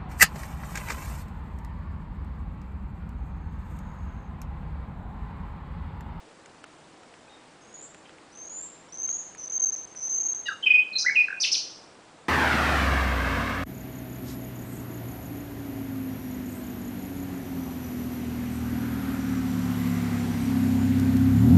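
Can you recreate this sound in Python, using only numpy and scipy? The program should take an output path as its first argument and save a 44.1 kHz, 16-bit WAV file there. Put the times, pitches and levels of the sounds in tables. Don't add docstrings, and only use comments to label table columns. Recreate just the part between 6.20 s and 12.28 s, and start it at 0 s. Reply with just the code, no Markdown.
import sys
import numpy as np
from scipy import signal
from scipy.io import wavfile
from scipy.ndimage import uniform_filter1d, minimum_filter1d

SR = 44100
rng = np.random.default_rng(int(sys.argv[2]) if len(sys.argv) > 2 else 0)


def amplitude_ratio(level_db):
    exponent = np.asarray(level_db, float) / 20
    return 10 ** exponent


def dump(signal):
    limited = np.clip(np.atleast_2d(signal).T, -1, 1)
    pcm = np.round(limited * 32767).astype(np.int16)
    wavfile.write(sys.argv[1], SR, pcm)


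N = 268260

# (frequency [Hz], density [dB per Hz])
HUM_SPECTRUM = [(15, -60), (25, -20), (192, -3), (253, -4.5), (302, -3.5), (389, -3.5), (526, -2.5),
                (567, -5), (767, -4), (6200, -22.5), (7780, -20), (10300, -28.5), (13300, -70),
                (22000, -120)]
# (frequency [Hz], level [dB])
HUM_LINES = [(312, -66), (7575, -86.5)]
# (time [s], peak level [dB], ring frequency [Hz], treble over the ring [dB])
TICKS = [(0.2594, -39.5, 1500, 1), (0.441, -33.5, 1390, -3.5), (0.833, -43, 1350, -4),
         (0.94, -43, 1920, -13), (1.746, -38.5, 1510, -2), (1.8943, -42, 1560, -13),
         (1.9839, -45, 2170, -12), (2.8883, -37.5, 1440, -1), (3.032, -46, 1830, 1),
         (3.1492, -40.5, 1800, 3.5), (3.3173, -45, 1570, 0.5), (3.749, -44, 1550, 2)]
# (frequency [Hz], decay time t60 [s], level [dB])
GROVE_DECAY = [(1500, .4, -4), (2500, .65, -5), (3100, .65, -2), (4000, .6, -1), (5300, .6, 1),
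               (8000, .55, 0)]
# (delay [ms], level [dB])
ECHOES = [(6.5, -12.5), (12, -3.5), (21, -15), (26, 1.5), (38, -3.5), (47, -6)]
# (time [s], pitch [Hz], level [dB])
WHISTLES = [
    [(1.41, 6480, -64), (1.515, 6700, -61.5), (1.54, 6830, -44), (1.58, 6860, -49), (1.64, 7400, -47.5),
     (1.69, 7400, -62)],
    [(2.12, 6086, -59), (2.19, 6300, -45.5), (2.28, 6620, -43.5), (2.33, 7050, -43), (2.395, 7170, -36.5),
     (2.425, 7540, -40.5), (2.46, 7490, -42), (2.5, 7450, -56)],
    [(2.72, 6090, -45), (2.775, 6300, -40.5), (2.83, 6330, -31.5), (2.9, 6485, -29.5), (2.96, 6800, -31.5),
     (3.02, 6750, -53)],
    [(3.18, 6180, -44), (3.285, 6240, -35), (3.36, 6400, -26.5), (3.45, 6370, -25), (3.56, 6270, -36)],
    [(3.76, 6150, -40.5), (3.87, 6230, -32.5), (4.03, 6500, -28), (4.1, 6470, -30), (4.15, 6400, -34)],
]
# (start [s], length [s], first pitch [Hz], held pitch [Hz], level [dB])
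NOTES = [(1.072, .02, 2490, 2505, -56), (1.086, .1, 3700, 3710, -61), (2.682, .03, 5600, 5600, -57),
         (4.282, 0.017, 1785, 1465, -21.5), (4.3, 0.034, 1500, 1287, -35.5),
         (4.425, 0.034, 3092, 3113, -27.5), (4.46, 0.032, 3054, 2997, -25.5),
         (4.515, 0.12, 3060, 3075, -42.5), (4.458, 0.031, 2576, 2507, -14.5), (4.5, 0.027, 2458, 2483, -12),
         (4.532, 0.042, 2503, 2507, -14.5), (4.574, 0.04, 2496, 2477, -15.5),
         (4.727, 0.023, 4220, 4134, -37), (4.751, 0.036, 4057, 4100, -24.5),
         (4.844, 0.017, 1280, 1810, -29.5), (4.86, 0.017, 1817, 2143, -16), (4.876, 0.019, 2230, 1940, -19),
         (4.89, 0.015, 1886, 1490, -23.5), (4.885, 0.073, 2194, 2215, -28),
         (4.954, 0.0774, 2888, 2474, -15), (5.081, 0.0091, 1785, 1390, -26),
         (5.101, .011, 1798, 1420, -28.5), (5.123, 0.012, 1780, 1390, -27)]
# (start [s], length [s], pitch
# [Hz], level [dB], buzz depth [Hz])
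BUZZES = [(1.615, 0.063, 7600, -51, 280), (2.415, 0.054, 7900, -61, 202), (1.851, 0.021, 2800, -52, 450),
          (1.882, 0.019, 2830, -60, 445), (2.948, 0.12, 6970, -51, 240), (3.19, .05, 5750, -62, 250),
          (3.524, .06, 5860, -52, 247), (3.766, 0.068, 5720, -55, 252), (3.975, 0.077, 6830, -48, 171),
          (4.459, 0.14, 2035, -48.5, 150), (4.776, 0.0078, 6400, -42.5, 500), (4.78, 0.056, 5500, -29, 750),
          (5.239, 0.056, 5040, -31.5, 990), (5.25, 0.054, 2815, -35.5, 350),
          (5.345, 0.067, 5270, -32.5, 890)]
# (start [s], length [s], level [dB], level change at the foot [dB])
SWEEPS = [
    (5.201, .055, -23, 2.5),
    (5.315, .05, -20.5, -17),
]
# (share of length [0..1], pitch [Hz], level [dB], buzz depth [Hz])
SWEEP_COURSE = [(0, 4913, -6, 305), (.17, 5600, -4, 576), (0.418, 5380, -1.5, 554),
                (0.599, 4450, -2.3, 540), (0.741, 3350, -2.5, 482), (.88, 2554, -3.5, 200),
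                (1, 2630, -2, 100)]
# (time [s], pitch [Hz], level [dB])
CHUCK = [
    (4.255, 975, -43.5),
    (4.261, 965, -39),
    (4.269, 951, -32),
    (4.278, 942, -35),
    (4.29, 880, -42.5),
]
# (multiple of the pitch [1], level [dB])
CHUCK_PARTIALS = [(2, -8), (3, 0), (4, -6), (5, -17), (6, -24), (7, -28), (8, -30), (10, -32)]
OVERTONES_DB = [-41, -53]
# (time [s], length [ms])
GAPS = [(1.519, 6.7), (1.533, 7.3), (1.604, 5.8), (2.164, 6.7), (2.286, 6.2), (2.707, 16), (2.7646, 7.4),
        (2.7764, 6.9), (2.8112, 5.4), (2.824, 7.3), (2.8704, 5.7), (2.9199, 6), (2.9734, 5.5), (3.163, 9.2),
        (3.263, 7.1), (3.2814, 16), (3.312, 8.7), (3.381, 15), (3.409, 9.2), (3.4487, 8.5), (3.5069, 15.0),
        (3.5525, 7.5), (3.6554, 17), (3.7425, 9.3), (4.024, 7.5), (4.0767, 7.5), (4.1346, 11.8)]
STUTTER_MS = (3.4, 6.1)
# (frequency [Hz], level [dB])
ROUNDING = [(1500, -24), (3000, -16), (4500, -10.5), (6200, -10.5), (8000, -22)]


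def evened(x):
    return x / np.sqrt(np.mean(x ** 2) + 1e-20)


def read(points, hz, axis=1):
    table = np.transpose(points)
    return np.interp(np.log(hz + 1), np.log(table[0] + 1), table[axis])


def add(mix, s, sound):
    part = mix[round(s * SR):][:len(sound)]
    part += sound[:len(part)]


def band(x, lo_hz, hi_hz):
    return signal.sosfilt(signal.butter(2, [lo_hz, hi_hz], "band", fs=SR, output="sos"), x)


def hum(level_db=-53, patchy_db=0.2):
    frames, hz = N // 256 + 5, np.fft.rfftfreq(1024, 1 / SR)
    real, imaginary, patches = rng.standard_normal((frames, 513, 3)).T
    patches = uniform_filter1d(patches, 10, 0)
    patches = evened(uniform_filter1d(patches, 10, 1))
    spectrum_db = read(HUM_SPECTRUM, hz)[:, None] + patchy_db * patches
    z = (real + 1j * imaginary) * amplitude_ratio(spectrum_db)
    noise = signal.istft(z, nperseg=1024, noverlap=768)[1][:N]
    out = amplitude_ratio(level_db) * evened(noise)
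    for line_hz, db in HUM_LINES:
        out += amplitude_ratio(db) * evened(band(rng.standard_normal(N), line_hz - 20, line_hz + 20))
    return out


def ticks():
    out, t = np.zeros(N), np.arange(600) / SR
    for s, db, hz, treble_db in TICKS:
        noise = rng.standard_normal(len(t))
        knock = np.sin(2 * np.pi * hz * t) + 0.73 * evened(band(noise, 1400, 3530))
        crack = amplitude_ratio(treble_db - 7) * evened(band(noise, 3500, 8000))
        decay = amplitude_ratio(db - 60 * t / 0.013)
        add(out, s, decay * (knock + crack))
    return out


def grove(x, tail_db=-6.5):
    taps = np.zeros(SR)
    at = np.arange(300, SR - 20, 20) + rng.integers(0, 20, (SR - 301) // 20)
    taps[at] = rng.choice([-1., 1.], len(at))
    hz, t, z = signal.stft(taps, SR, nperseg=256)
    level_db = read(GROVE_DECAY, hz, axis=2)[:, None]
    t60 = read(GROVE_DECAY, hz)[:, None]
    tail = signal.istft(z * amplitude_ratio(level_db - 60 * t / t60), SR, nperseg=256)[1]
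    tail *= amplitude_ratio(tail_db) / np.linalg.norm(tail)
    for ms, db in ECHOES:
        tail[round(ms * SR / 1000)] += amplitude_ratio(db - 12)
    return signal.fftconvolve(x, tail)[:N]


def played(rows):
    s, *columns = np.transpose(rows)
    t = np.arange(s[0], s[-1], 1 / SR)
    return t, [np.interp(t, s, c) for c in columns]


def held(start, length, first_hz, held_hz, db, depth=0):
    attack_s, release_s, glide_s = 0.012, 0.016, 0.0165
    edge_db, droop_db_per_s = -17.5, -39.5
    s = np.linspace(0, length, round(length * 1000) + 1)
    rise, fall = min(attack_s, length / 2), min(release_s, length / 2)
    edge = np.maximum(np.maximum(1 - s / rise, 1 - (length - s) / fall), 0) ** 2
    hz = first_hz + (held_hz - first_hz) * np.minimum(s / min(glide_s, length), 1)
    return np.c_[start + s, hz, db + edge_db * edge + droop_db_per_s * s, depth + 0 * s]


def sweep(start, length, db, fade_db):
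    share, hz, shape_db, depth = np.transpose(SWEEP_COURSE)
    return np.c_[start + length * share, hz, db + shape_db + fade_db * share ** 3, depth]


def voice(t, hz, db, partials):
    angle = 2 * np.pi * np.cumsum(hz) / SR
    tone = sum(amplitude_ratio(p_db) * np.sin(k * angle) for k, p_db in partials)
    breath = uniform_filter1d(amplitude_ratio(db), size=260, mode="nearest")
    ends = signal.windows.tukey(len(t), min(1, .007 / (t[-1] - t[0])))
    return np.sqrt(2) * breath * tone * ends


def whistle(rows, waver_hz=40):
    t, (hz, db) = played(rows)
    waver = evened(uniform_filter1d(rng.standard_normal(len(t)), 300))
    return t[0], voice(t, hz + waver_hz * waver, db, [(0.99, 0.0085)])


def note(rows, buzz_hz=330, jitter=0.76, rasp_db=-26, waver_hz=25, throb=0.62):
    t, (hz, db, depth) = played(rows)
    noise, drift = rng.standard_normal((2, len(t)))
    speed = buzz_hz * (1 + jitter * evened(uniform_filter1d(drift, 80)))
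    angle = 2 * np.pi * np.cumsum(speed) / SR
    waver = waver_hz * evened(uniform_filter1d(drift, 200))
    partials = [(1, 0), *zip((2, 3), OVERTONES_DB)]
    tone = voice(t, hz + waver + depth * np.sin(angle), db, partials)
    rasp = amplitude_ratio(db + rasp_db) * evened(band(noise, 7700, 11000))
    buzz = np.clip(depth / 500, 0, 1)
    return t[0], tone * (1 + throb * buzz * np.cos(angle)) + buzz * rasp


def bird():
    song = np.zeros(N)
    for row in WHISTLES:
        add(song, *whistle(row))
    for row in NOTES:
        add(song, *note(held(*row)))
    for start, length, hz, db, depth in BUZZES:
        add(song, *note(held(start, length, hz, hz, db, depth)))
    for row in SWEEPS:
        add(song, *note(sweep(*row)))
    t, (hz, db) = played(CHUCK)
    add(song, t[0], voice(t, hz, db, CHUCK_PARTIALS))
    return song


def scene():
    song = bird()
    return (song + grove(song) + hum() + ticks())[None]


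def bands(hz):
    return (np.arange(len(hz)) // 4 == np.arange(len(hz) // 4 + 1)[:, None]) * 1.


def rounding(x):
    hz, _, z = signal.stft(x, SR, nperseg=512, noverlap=384)
    noise = signal.stft(rng.standard_normal(N), SR, nperseg=512, noverlap=384)[2]
    band_power = bands(hz).T @ bands(hz) @ abs(z) ** 2
    step = np.sqrt(band_power) * amplitude_ratio(read(ROUNDING, hz))[:, None]
    return signal.istft(step * noise / abs(noise).mean(), SR, nperseg=512, noverlap=384)[1][:N]


def stutters(count=36):
    place, size = rng.random((count, 2)).T
    first, last = WHISTLES[0][0][0], CHUCK[0][0]
    shortest, longest = STUTTER_MS
    return list(zip(first + (last - first) * place, shortest + (longest - shortest) * size))


def coarse_bands(x, gap_db=-30, flatten=0.42):
    margin_db, up_db, down_db = -40, -5.5, -25
    from_hz, whistle_hz = 3800, (5500, 8000)
    hz, t, z = signal.stft(x + rounding(x), SR, nperseg=256, noverlap=192)
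    member = bands(hz)
    power = member @ abs(z) ** 2
    centre = member @ hz / member.sum(1)
    high = centre[:, None] > whistle_hz[0]
    slow = uniform_filter1d(power, size=25)
    gain = ((slow + 1e-8) / (power + 1e-8)) ** (flatten / 2)
    for s, ms in [*GAPS, *stutters()]:
        gain[:, (t > s) & (t < s + ms / 1000)] = amplitude_ratio(gap_db)
    whistling = high & (centre[:, None] < whistle_hz[1]) & (t < CHUCK[0][0])
    gain = np.where(whistling & (slow > amplitude_ratio(-128)), gain, 1)
    khz = (centre[:, None] - centre) / 1000
    slope_db = np.where(khz > 0, up_db * khz, -down_db * khz)
    spread = amplitude_ratio(2 * slope_db) * (centre > from_hz)
    mask = -minimum_filter1d(-(spread @ power), size=13, origin=-5) * amplitude_ratio(2 * margin_db)
    mask = np.maximum(mask, .42 * slow * high * (slow < amplitude_ratio(-132)))
    steady = uniform_filter1d(power, size=9)
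    gain *= steady ** 6 / (steady ** 6 + mask ** 6 + 1e-99)
    return signal.istft(z * (member.T @ gain), SR, nperseg=256, noverlap=192)[1][:N]


def top_cut(x):
    return signal.sosfilt(signal.butter(12, 10410, fs=SR, output="sos"), x)


def record(dry):
    x = coarse_bands(dry[0])
    low_pass = signal.firwin(1023, 10230, window=("kaiser", 9), fs=SR)
    mix = signal.oaconvolve(x, low_pass, "same")[None]
    return top_cut(mix)


dry = scene()
out = record(dry)
dump(out)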